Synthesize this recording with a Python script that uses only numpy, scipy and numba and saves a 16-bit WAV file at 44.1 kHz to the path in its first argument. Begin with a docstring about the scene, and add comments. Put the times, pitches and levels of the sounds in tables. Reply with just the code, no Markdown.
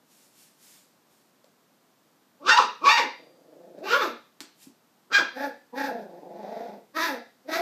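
"""A puppy in a hard, bare, tiled room, over a quiet steady hum made of coloured noise.
It sniffs (shaped noise) and a paw lands softly; then come two yaps, a low growl and a woof.
A claw ticks loudest, a pad thuds and one more sniff follows; then a yap, growls, a woof and a last growl.
Calls are vocal-fold pulses and breath sent through chest, throat and mouth; low growls flutter
about 25 times a second. Claws and pads are short dying tones, and the room adds an echoing tail."""
import sys
import numpy as np
from scipy import signal
from scipy.fft import rfft, irfft, next_fast_len
from scipy.io import wavfile
from scipy.ndimage import uniform_filter1d
from numba import njit

SR = 44100
rng = np.random.default_rng(int(sys.argv[2]) if len(sys.argv) > 2 else 0)


def persist_wave(psi):
    """Save psi, clipped to +-1, as 16-bit WAV."""
    counts = np.round(np.clip(psi, -1, 1) * 32767).astype(np.int16)
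    wavfile.write(sys.argv[1], SR, np.atleast_2d(counts).T)


N = 335601

# Colour of the room hum. Each row: frequency in Hz, strength in dB per Hz (only the shape counts).
HUM_COLOUR = [(25, -29.5), (60, -23), (147, -3), (240, -0.5), (420, -5.5), (600, -7), (1100, -9),
              (2400, -17.5), (4500, -18), (7500, -21), (9800, -25), (12000, -22.5), (15300, -19)]
HUM_DB = -64  # average (rms) level before the microphone

# Puffs of air through the nostrils. Each row: start of full flow in seconds, start of release in seconds,
# level in dB, fall in dB per second.
SNIFFS = [(0.116, 0.248, -63, 131), (0.381, .436, -59, 136), (0.63, 0.753, -57.5, 115),
          (1.113, 1.15, -70, 72), (4.625, 4.633, -54, 300)]
# Colour of the sniffing air. Each row: frequency in Hz, strength in dB per Hz (only the shape counts).
SNIFF_COLOUR = [(880, -29), (1500, -14.5), (1960, -9.5), (2210, -10.5), (2500, -9), (4910, -6),
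                (15000, -9.5)]
SNIFF_RISE_DB_PER_S = 300

# How the hard walls answer. Each row: frequency in Hz, time to die by 60 dB in seconds,
# level of the tail in dB relative to the direct sound.
ROOM = [(150.9, 0.17, 0.5), (380, 0.32, -5), (860, 0.27, 5), (1830, 0.39, -1.5), (3000, 0.39, -1.5),
        (4460, 0.45, -5), (7060, 0.24, 2), (15000, 0.12, -5)]
# Narrow bands where the room holds a clear yap's overtones longest. Each row: frequency in Hz, level in dB,
# time to die by 60 dB in seconds.
ROOM_RINGS = [(3790, -2, .6), (4745, 3, .95)]

# Claws touching the tile. Each row: time in seconds, strength in dB.
CLAWS = [(1.4441, -43.5), (3.789, -43), (4.4054, -17.5), (4.4114, -28), (4.4174, -32)]
# Tones in each claw tick. Each row: frequency in Hz, level in dB added to the strength,
# time to die by 60 dB in seconds.
CLAW_TONES = [(2300, -7, .002), (3500, -2, .0015), (4400, 0, .002), (5600, -2, .0015), (7000, -5, .0015),
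              (12000, -7, .0015)]
# Paw pads landing. Each row: time in seconds, strength in dB before the soft rise and decay, frequency in Hz.
THUDS = [(1.442, -41.5, 570), (4.409, -33, 300), (4.669, -34.5, 260.3)]
THUD_CYCLES = 10  # swings it takes a thud to die by 60 dB

# One curve per bark or growl, in order of time. Each row of a curve: time in seconds, pitch in Hz,
# throat resonance in Hz, voice level in dB before any flutter, mouth level in dB over the voice.
CALL_CURVES = [
    [(2.392, 235.1, 835, -59, -17), (2.44, 324.6, 1260, -51.5, -12), (2.47, 391, 1160, -30, -3.5),
     (2.495, 524.2, 1500, -19.5, 1), (2.505, 886, 1410, -34, 14.5), (2.53, 928.7, 824, -28.5, 9.5),
     (2.56, 927.6, 890, -22, -16), (2.577, 977, 955, -19, -0.5), (2.587, 613.7, 1260, -15.5, -14.5),
     (2.61, 439, 1320, -37.5, 5.5), (2.65, 230, 1270, -48.5, 5)],
    [(2.805, 239.4, 1024, -42, -2), (2.83, 340, 1180, -32.5, -17.5), (2.858, 516, 1174, -25, -1),
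     (2.886, 619.6, 1136, -17, -5.5), (2.893, 878, 1370, -21.5, 6.5), (2.915, 921.3, 925, -39.5, 17.5),
     (2.93, 942.7, 990, -22.5, -0.5), (2.97, 942, 910, -28, 1), (2.98, 635, 1080, -20.5, 0),
     (3.005, 470.5, 960, -42, 11), (3.06, 254, 900, -42, -16)],
    [(3.17, 159.4, 800, -77, 2.5), (3.398, 158.3, 597, -96.5, -0.5), (3.536, 154.2, 599.5, -77, -1.5),
     (3.744, 179, 594, -70, -7), (3.795, 173.8, 577, -58.5, -6.5)],
    [(3.8, 233.9, 640, -53.5, -28), (3.845, 379.8, 626, -46, -0.5), (3.89, 390.7, 1340, -36, 1),
     (3.935, 501.6, 1290, -21.5, -5.5), (3.96, 568.5, 1456, -27.5, -6.5), (3.985, 591, 1120, -44, 1),
     (4.02, 426.7, 1190, -28, -2), (4.06, 289.2, 780, -48.5, 6.5), (4.11, 236, 850, -64, 7)],
    [(5.095, 295, 1290, -54, -15), (5.122, 435, 1440, -28, -11.5), (5.132, 799, 1580, -30, 2.5),
     (5.152, 808, 1600, -12.5, -7), (5.18, 809.4, 1600, -23, -6), (5.19, 418, 1250, -27, -2),
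     (5.215, 302, 900, -43, -12), (5.24, 244, 850, -69, -1)],
    [(5.33, 232, 770, -54, 2), (5.402, 279.6, 713, -42.5, 2.5), (5.45, 285.7, 733, -39.5, 3),
     (5.51, 239.7, 772, -69.5, -10.5)],
    [(5.72, 219.9, 863, -43.5, -26.5), (5.782, 284, 830, -39, 3.5), (5.868, 274.3, 850, -41.5, 4.5),
     (5.91, 243, 680, -45, -16), (6.02, 190.7, 730, -56, -2.5)],
    [(6.03, 184.3, 730, -58.5, -16), (6.19, 176.2, 747, -62, -7), (6.248, 184.7, 753, -57.5, -18),
     (6.348, 186.1, 724, -55.5, -10.5), (6.438, 219, 723, -46.5, -13), (6.59, 222.1, 694, -43, -12.5),
     (6.758, 205.5, 760, -58, -6.5), (6.8, 206.7, 778, -85, -1)],
    [(6.935, 274.2, 1150, -55, 6), (6.967, 316.5, 1270, -31.5, -1.5), (7.043, 338.2, 1080, -38.5, 11),
     (7.121, 271.6, 673, -42, -2), (7.17, 224, 680, -54.5, -5)],
    [(7.44, 251, 647, -89.5, -4), (7.49, 313.3, 712, -43.5, -3), (7.542, 315.5, 750, -39, 11.5),
     (7.61, 337.6, 680, -35, -8)],
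]
# The body behind each call. Each row: moving mouth resonance in Hz at the start, the same in Hz at the end,
# its level in dB within the mouth sound, chest level in dB and nose hiss level in dB (both for a voice at
# MID_VOICE_DB), flutter depth from 0 to 1, flutter rate in Hz, time in seconds of one flutter crest.
VOICES = [(1100, 3100, -3.5, -41.5, -71.5, 0, 27, 4.1), (2600, 1760, 4.5, -40, -67, 0, 21, 2.5),
          (1802, 1834, -7, -42.5, -68, 0.28, 27.3, 3.2), (2460, 4180, 0.5, -35.5, -56.5, 0, 24, 4.0),
          (3100, 3600, -6, -42.5, -64.5, 0, 19, 5.15), (1757, 1650, 7.5, -40.5, -56.5, 0.27, 28, 5.408),
          (1805, 1570, 6, -38, -56.5, 0.24, 27.7, 5.85),
          (1918, 2030, -2.5, -42.5, -58.5, 0.23, 23.5, 6.655), (1816, 1900, 1.5, -38, -53.5, 0.02, 30, 9.2),
          (2000, 2000, 0, -39.5, -53.5, 0.34, 28, 7.6)]
# The vocal folds in each call. Each row: roughness from 0 (clear) to 1 (hoarse) before high pitch eases it,
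# share by which pulses are alternately stronger and weaker.
FOLDS = [(.62, .12), (.42, .12), (.4, 0), (.4, 0), (.62, .4), (.26, 0), (.33, 0), (.36, 0), (.28, 0),
         (.32, 0)]
# Fixed resonances of the mouth cavity. Each row: frequency in Hz, width in Hz of each of two passes, level in dB.
MOUTH_MODES = [(1430, 770, -5), (2420, 1000, -8), (3754, 1110, -10), (4780, 1000, -10.5),
               (5930, 1540, -14.5), (8000, 3700, -33)]

MID_VOICE_DB = -40  # chest and nose have their table levels when the level they follow is here
CHEST_FOLLOWS, CHEST_LAG_S = 0.41, 0.018  # share of the voice's swing in dB; the chest dies later
NOSE_FOLLOWS, NOSE_LAG_S, NOSE_SMOOTH_S = 0.75, 0.022, 0.03  # the air stream follows sluggishly
HIGH_REGISTER_HZ, REGISTER_WIDTH_HZ = 704, 50  # above this pitch the chest fades
CHEST_DROP_DB = 28  # for perfectly even pulses
CHEST_BREATH = 1  # breath noise in the chest, relative to roughness
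SINUS_HZ, SINUS_WIDTH_HZ, SINUS_DEPTH = 2890.0, 1040, 0.67  # side cavity that swallows a band
CLOSED_BELOW_HZ = 2200  # a mouth resonance staying below this means a nearly shut mouth


def from_db(db):
    """Turn decibels into a plain gain."""
    return 10 ** (np.asarray(db) / 20)


def at_hz(points, hz):
    """Read a table between its rows, on an axis where each octave is equally wide."""
    points = np.array(points)
    return np.interp(np.log(hz), np.log(points[:, 0]), points[:, 1])


def band(x, low_hz, high_hz, order=2):
    """Keep the sound between two frequencies with a smooth (Butterworth) filter."""
    return signal.sosfilt(signal.butter(order, [low_hz, high_hz], "band", fs=SR, output="sos"), x)


def coloured_noise(colour):
    """Shape even noise into a steady rush with the given colour and an rms level of 1."""
    n = next_fast_len(N)
    hz = np.arange(1, n // 2 + 2) * SR / n
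    spectrum = rfft(rng.standard_normal(n)) * from_db(at_hz(colour, hz))
    noise = irfft(spectrum, n)[:N]
    return noise / np.std(noise)


def hum():
    """The quiet room hum is steady noise, strongest at low frequencies."""
    return from_db(HUM_DB) * coloured_noise(HUM_COLOUR)


def sniffs():
    """Air rushing through the nostrils makes noise puffs that rise quickly, hold and fall."""
    t = np.arange(N) / SR
    flow = np.zeros(N)
    for full_s, release_s, db, fall in SNIFFS:
        rise_db = SNIFF_RISE_DB_PER_S * np.clip(full_s - t, 0, 1)
        fall_db = fall * np.clip(t - release_s, 0, 2)
        flow += from_db(db - rise_db - fall_db)
    return flow * coloured_noise(SNIFF_COLOUR)


def room(x):
    """Hard walls return a dense random tail with its own decay and level in each band."""
    edges = 100 * 2 ** np.arange(0, 7.6, 0.5)  # half-octave bands
    t = np.arange(SR * 3 // 4) / SR
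    onset = np.clip(t / 0.0028, 0, 1)  # floor and nearest walls answer within a few ms
    levels = np.array(ROOM)[:, ::2]
    tail = np.zeros(len(t))
    for low, high in zip(edges, edges[1:]):
        hz, width = np.sqrt(low * high), high - low
        decay = onset * from_db(-60 * t / np.clip(at_hz(ROOM, hz), 0.1, 1))
        # share out the energy so the level does not depend on band width or decay time
        share = from_db(at_hz(levels, hz)) * np.sqrt(SR / 2 / width / np.sum(decay ** 2))
        noise = band(rng.standard_normal(len(t)), low, high) * np.sqrt(2 * width / SR)
        tail += share * decay * noise
    return signal.fftconvolve(x, tail)[:N]


def room_rings(x):
    """The room lets two high overtones of a clear yap ring on, through two narrow resonances."""
    out = np.zeros(N)
    for hz, db, t60 in ROOM_RINGS:
        r = from_db(-60 / (t60 * SR))  # what is left after one sample
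        top = [(1 - r * r) / 2, 0, (r * r - 1) / 2]
        bottom = [1, -2 * r * np.cos(2 * np.pi * hz / SR), r * r]
        out += from_db(db) * signal.lfilter(top, bottom, x + 1e-18)
    return out


def ring(at_s, db, hz, t60, rise_s):
    """A blow sets off one dying tone; a soft contact makes it rise slowly."""
    t = np.arange(int(2 * t60 * SR)) / SR
    out, start = np.zeros(N), int(at_s * SR)
    decay = from_db(db - 60 * t / t60)
    out[start:start + len(t)] = decay * np.sin(2 * np.pi * hz * t) * np.minimum(t / rise_s, 1)
    return out


def paws():
    """Hard claws tick with several bright tones; soft pads land with one short low knock."""
    out = np.zeros(N)
    for at_s, db in CLAWS:
        for hz, tone_db, t60 in CLAW_TONES:
            chance_db = rng.normal(0, 1)
            out += ring(at_s, db + tone_db + chance_db, hz, t60, rise_s=0.00017)
    for at_s, db, hz in THUDS:
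        out += ring(at_s, db, hz, THUD_CYCLES / hz, rise_s=0.0031)
    return out


def span(rows, fade_s):
    """Give a curve's first sample, its columns drawn out over time, and its soft ends."""
    s, *columns = np.transpose(rows)
    t = np.arange(int(max(s[0], 0) * SR), min(int((s[-1] + fade_s) * SR), N)) / SR
    ends = np.clip(np.minimum(t - s[0], s[-1] + fade_s - t) / fade_s, 0, 1)
    return round(t[0] * SR), [np.interp(t, s, column) for column in columns], ends


def drift(n, hz):
    """Smoothed noise wanders slowly by chance, with a spread of 1."""
    r = np.exp(-2 * np.pi * hz / SR)
    slow = signal.lfilter([1], [1, -2 * r, r * r], rng.standard_normal(n + 4000))[4000:]
    return slow * np.sqrt((1 - r * r) ** 3 / (1 + r * r))


def evened(x):
    """Hold the level at rms 1 over about 25 ms."""
    return x / np.sqrt(uniform_filter1d(x ** 2, size=1100) + 1e-12)


def lingering(db, lag_s):
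    """A level that rises at once and sinks with a delay."""
    lag = int(lag_s * SR)
    late = np.concatenate([np.full(lag, db[0]), db])[:len(db)]
    return np.maximum(db, late)


@njit
def resonate(x, hz, width, sr):
    """A resonance favours a band whose centre can move, with gain 1 at its top."""
    y, r = np.zeros(len(x)), np.exp(-np.pi * width / sr)
    for i in range(2, len(x)):
        c = 2 * r * np.cos(2 * np.pi * hz[i] / sr)
        y[i] = (1 - r * r) / 2 * (x[i] - x[i - 2]) + c * y[i - 1] - r * r * y[i - 2]
    return y


def twice(x, hz, width):
    """A resonance passed twice, so that the sound falls away steeply on both sides."""
    hz = hz + np.zeros(len(x))
    return resonate(resonate(x, hz, width, SR), hz, width, SR)


@njit
def tube(x, hz, width, sr):
    """The first resonance of a tube lets low sound through and weakens what lies above."""
    y, r = np.zeros(len(x)), np.exp(-np.pi * width / sr)
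    for i in range(2, len(x)):
        c = 2 * r * np.cos(2 * np.pi * hz[i] / sr)
        y[i] = (1 - c + r * r) * x[i] + c * y[i - 1] - r * r * y[i - 2]
    return y


def vocal_folds(pitch, rough, halving):
    """The folds let out sharp pulses, and air rushes through while they are open."""
    n = len(pitch)
    phase = 2 * np.pi * np.cumsum(pitch + 45 * rough * drift(n, 70)) / SR  # hoarse folds wander in pitch
    shape = np.exp((4500 / pitch) ** 2 * (np.cos(phase) - 1))
    uneven = from_db(5 * rough * drift(n, 150))  # hoarse pulses vary in strength
    pulses = evened(shape * uneven * (1 + halving * np.cos(phase / 2)))
    breath = rng.standard_normal(n) * (1 + 0.19 * np.cos(phase))
    return pulses, breath


def throat_sound(source, throat_hz):
    """The throat is a tube whose resonance moves; three passes darken the sound."""
    throat = band(source, 430, 9000)
    for width in (200.0, 450.0, 700.0):
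        throat = tube(throat, throat_hz, width, SR)
    return evened(throat)


def mouth_sound(airy, from_hz, to_hz, moving_db):
    """The mouth has one moving resonance and several fixed ones; nearly shut, it loses a band."""
    n = len(airy)
    mouth = from_db(moving_db) * twice(airy, np.linspace(from_hz, to_hz, n), 310.0)
    below = sum(2 * hz < from_hz + to_hz for hz, _, _ in MOUTH_MODES)
    for k, (hz, width, db) in enumerate(MOUTH_MODES):
        sign = -(-1) ** (k - below + (k < below))  # signs alternate outward from the moving mode
        mouth = mouth + sign * from_db(db) * twice(airy, hz, float(width))
    if max(from_hz, to_hz) < CLOSED_BELOW_HZ:
        swallowed = resonate(mouth, np.full(n, SINUS_HZ), SINUS_WIDTH_HZ, SR)
        mouth = mouth - SINUS_DEPTH * swallowed
    return evened(mouth)


def call(rows, voice, folds):
    """One bark or growl: fold pulses and breath sound through chest, throat, mouth and nose."""
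    start, (pitch, throat_hz, voice_db, bright_db), ends = span(rows, fade_s=0.036)
    mouth_from_hz, mouth_to_hz, moving_db, chest_db, nose_db, depth, throb_hz, crest_s = voice
    rough, halving = folds
    n = len(pitch)

    # the chest follows the voice, and fades in the high register
    high = 1 / (1 + np.exp((HIGH_REGISTER_HZ - pitch) / REGISTER_WIDTH_HZ))
    chest_db = chest_db + CHEST_FOLLOWS * (lingering(voice_db, CHEST_LAG_S) - MID_VOICE_DB)
    chest_db = chest_db - CHEST_DROP_DB * high * (1 - halving)
    mouth_db = voice_db + bright_db
    air_db = uniform_filter1d(lingering(mouth_db, NOSE_LAG_S), int(NOSE_SMOOTH_S * SR) + 1)
    nose_db = nose_db + NOSE_FOLLOWS * (air_db - MID_VOICE_DB)

    rough = rough * np.minimum((560 / pitch) ** 2, 1)  # taut folds swing cleanly at high pitch
    pulses, breath = vocal_folds(pitch, rough, halving)
    source = pulses + 2.2 * rough * breath
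    airy = source + 0.76 * rough * breath  # the open mouth passes more turbulence
    chest = evened(band(pulses + CHEST_BREATH * rough * breath, 200, 640, order=4))
    throat = throat_sound(source, throat_hz)
    mouth = mouth_sound(airy, mouth_from_hz, mouth_to_hz, moving_db)
    nose = evened(band(breath, 12000, 17000))

    # the flutter is not quite regular, and is deepest in chest and throat
    t = (start + np.arange(n)) / SR
    sway = 0.35 * drift(n, 6)
    throb = 1 + depth * np.cos(2 * np.pi * throb_hz * (t - crest_s) + sway)
    low = throb ** 2.6 * (from_db(chest_db) * chest + from_db(voice_db) * throat)
    upper = np.sqrt(throb) * from_db(mouth_db) * mouth
    out = np.zeros(N)
    out[start:start + n] = ends * (low + upper + from_db(nose_db) * nose)
    return out


def scene():
    """The puppy's nose, paws and voice in the echoing room, over the hum."""
    calls = sum(call(*parts) for parts in zip(CALL_CURVES, VOICES, FOLDS))
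    puppy = sniffs() + paws() + calls
    return (hum() + puppy + room(puppy) + room_rings(puppy))[None]


def record(dry):
    """A small microphone catches no deep bass, and the top is cut sharply."""
    thin = signal.sosfilt(signal.butter(2, 120, "high", fs=SR, output="sos"), dry)
    # from 15450 Hz up, all is at least 75 dB weaker
    return signal.sosfilt(signal.cheby2(16, 75, 15450, fs=SR, output="sos"), thin)


dry = scene()
out = record(dry)
persist_wave(out)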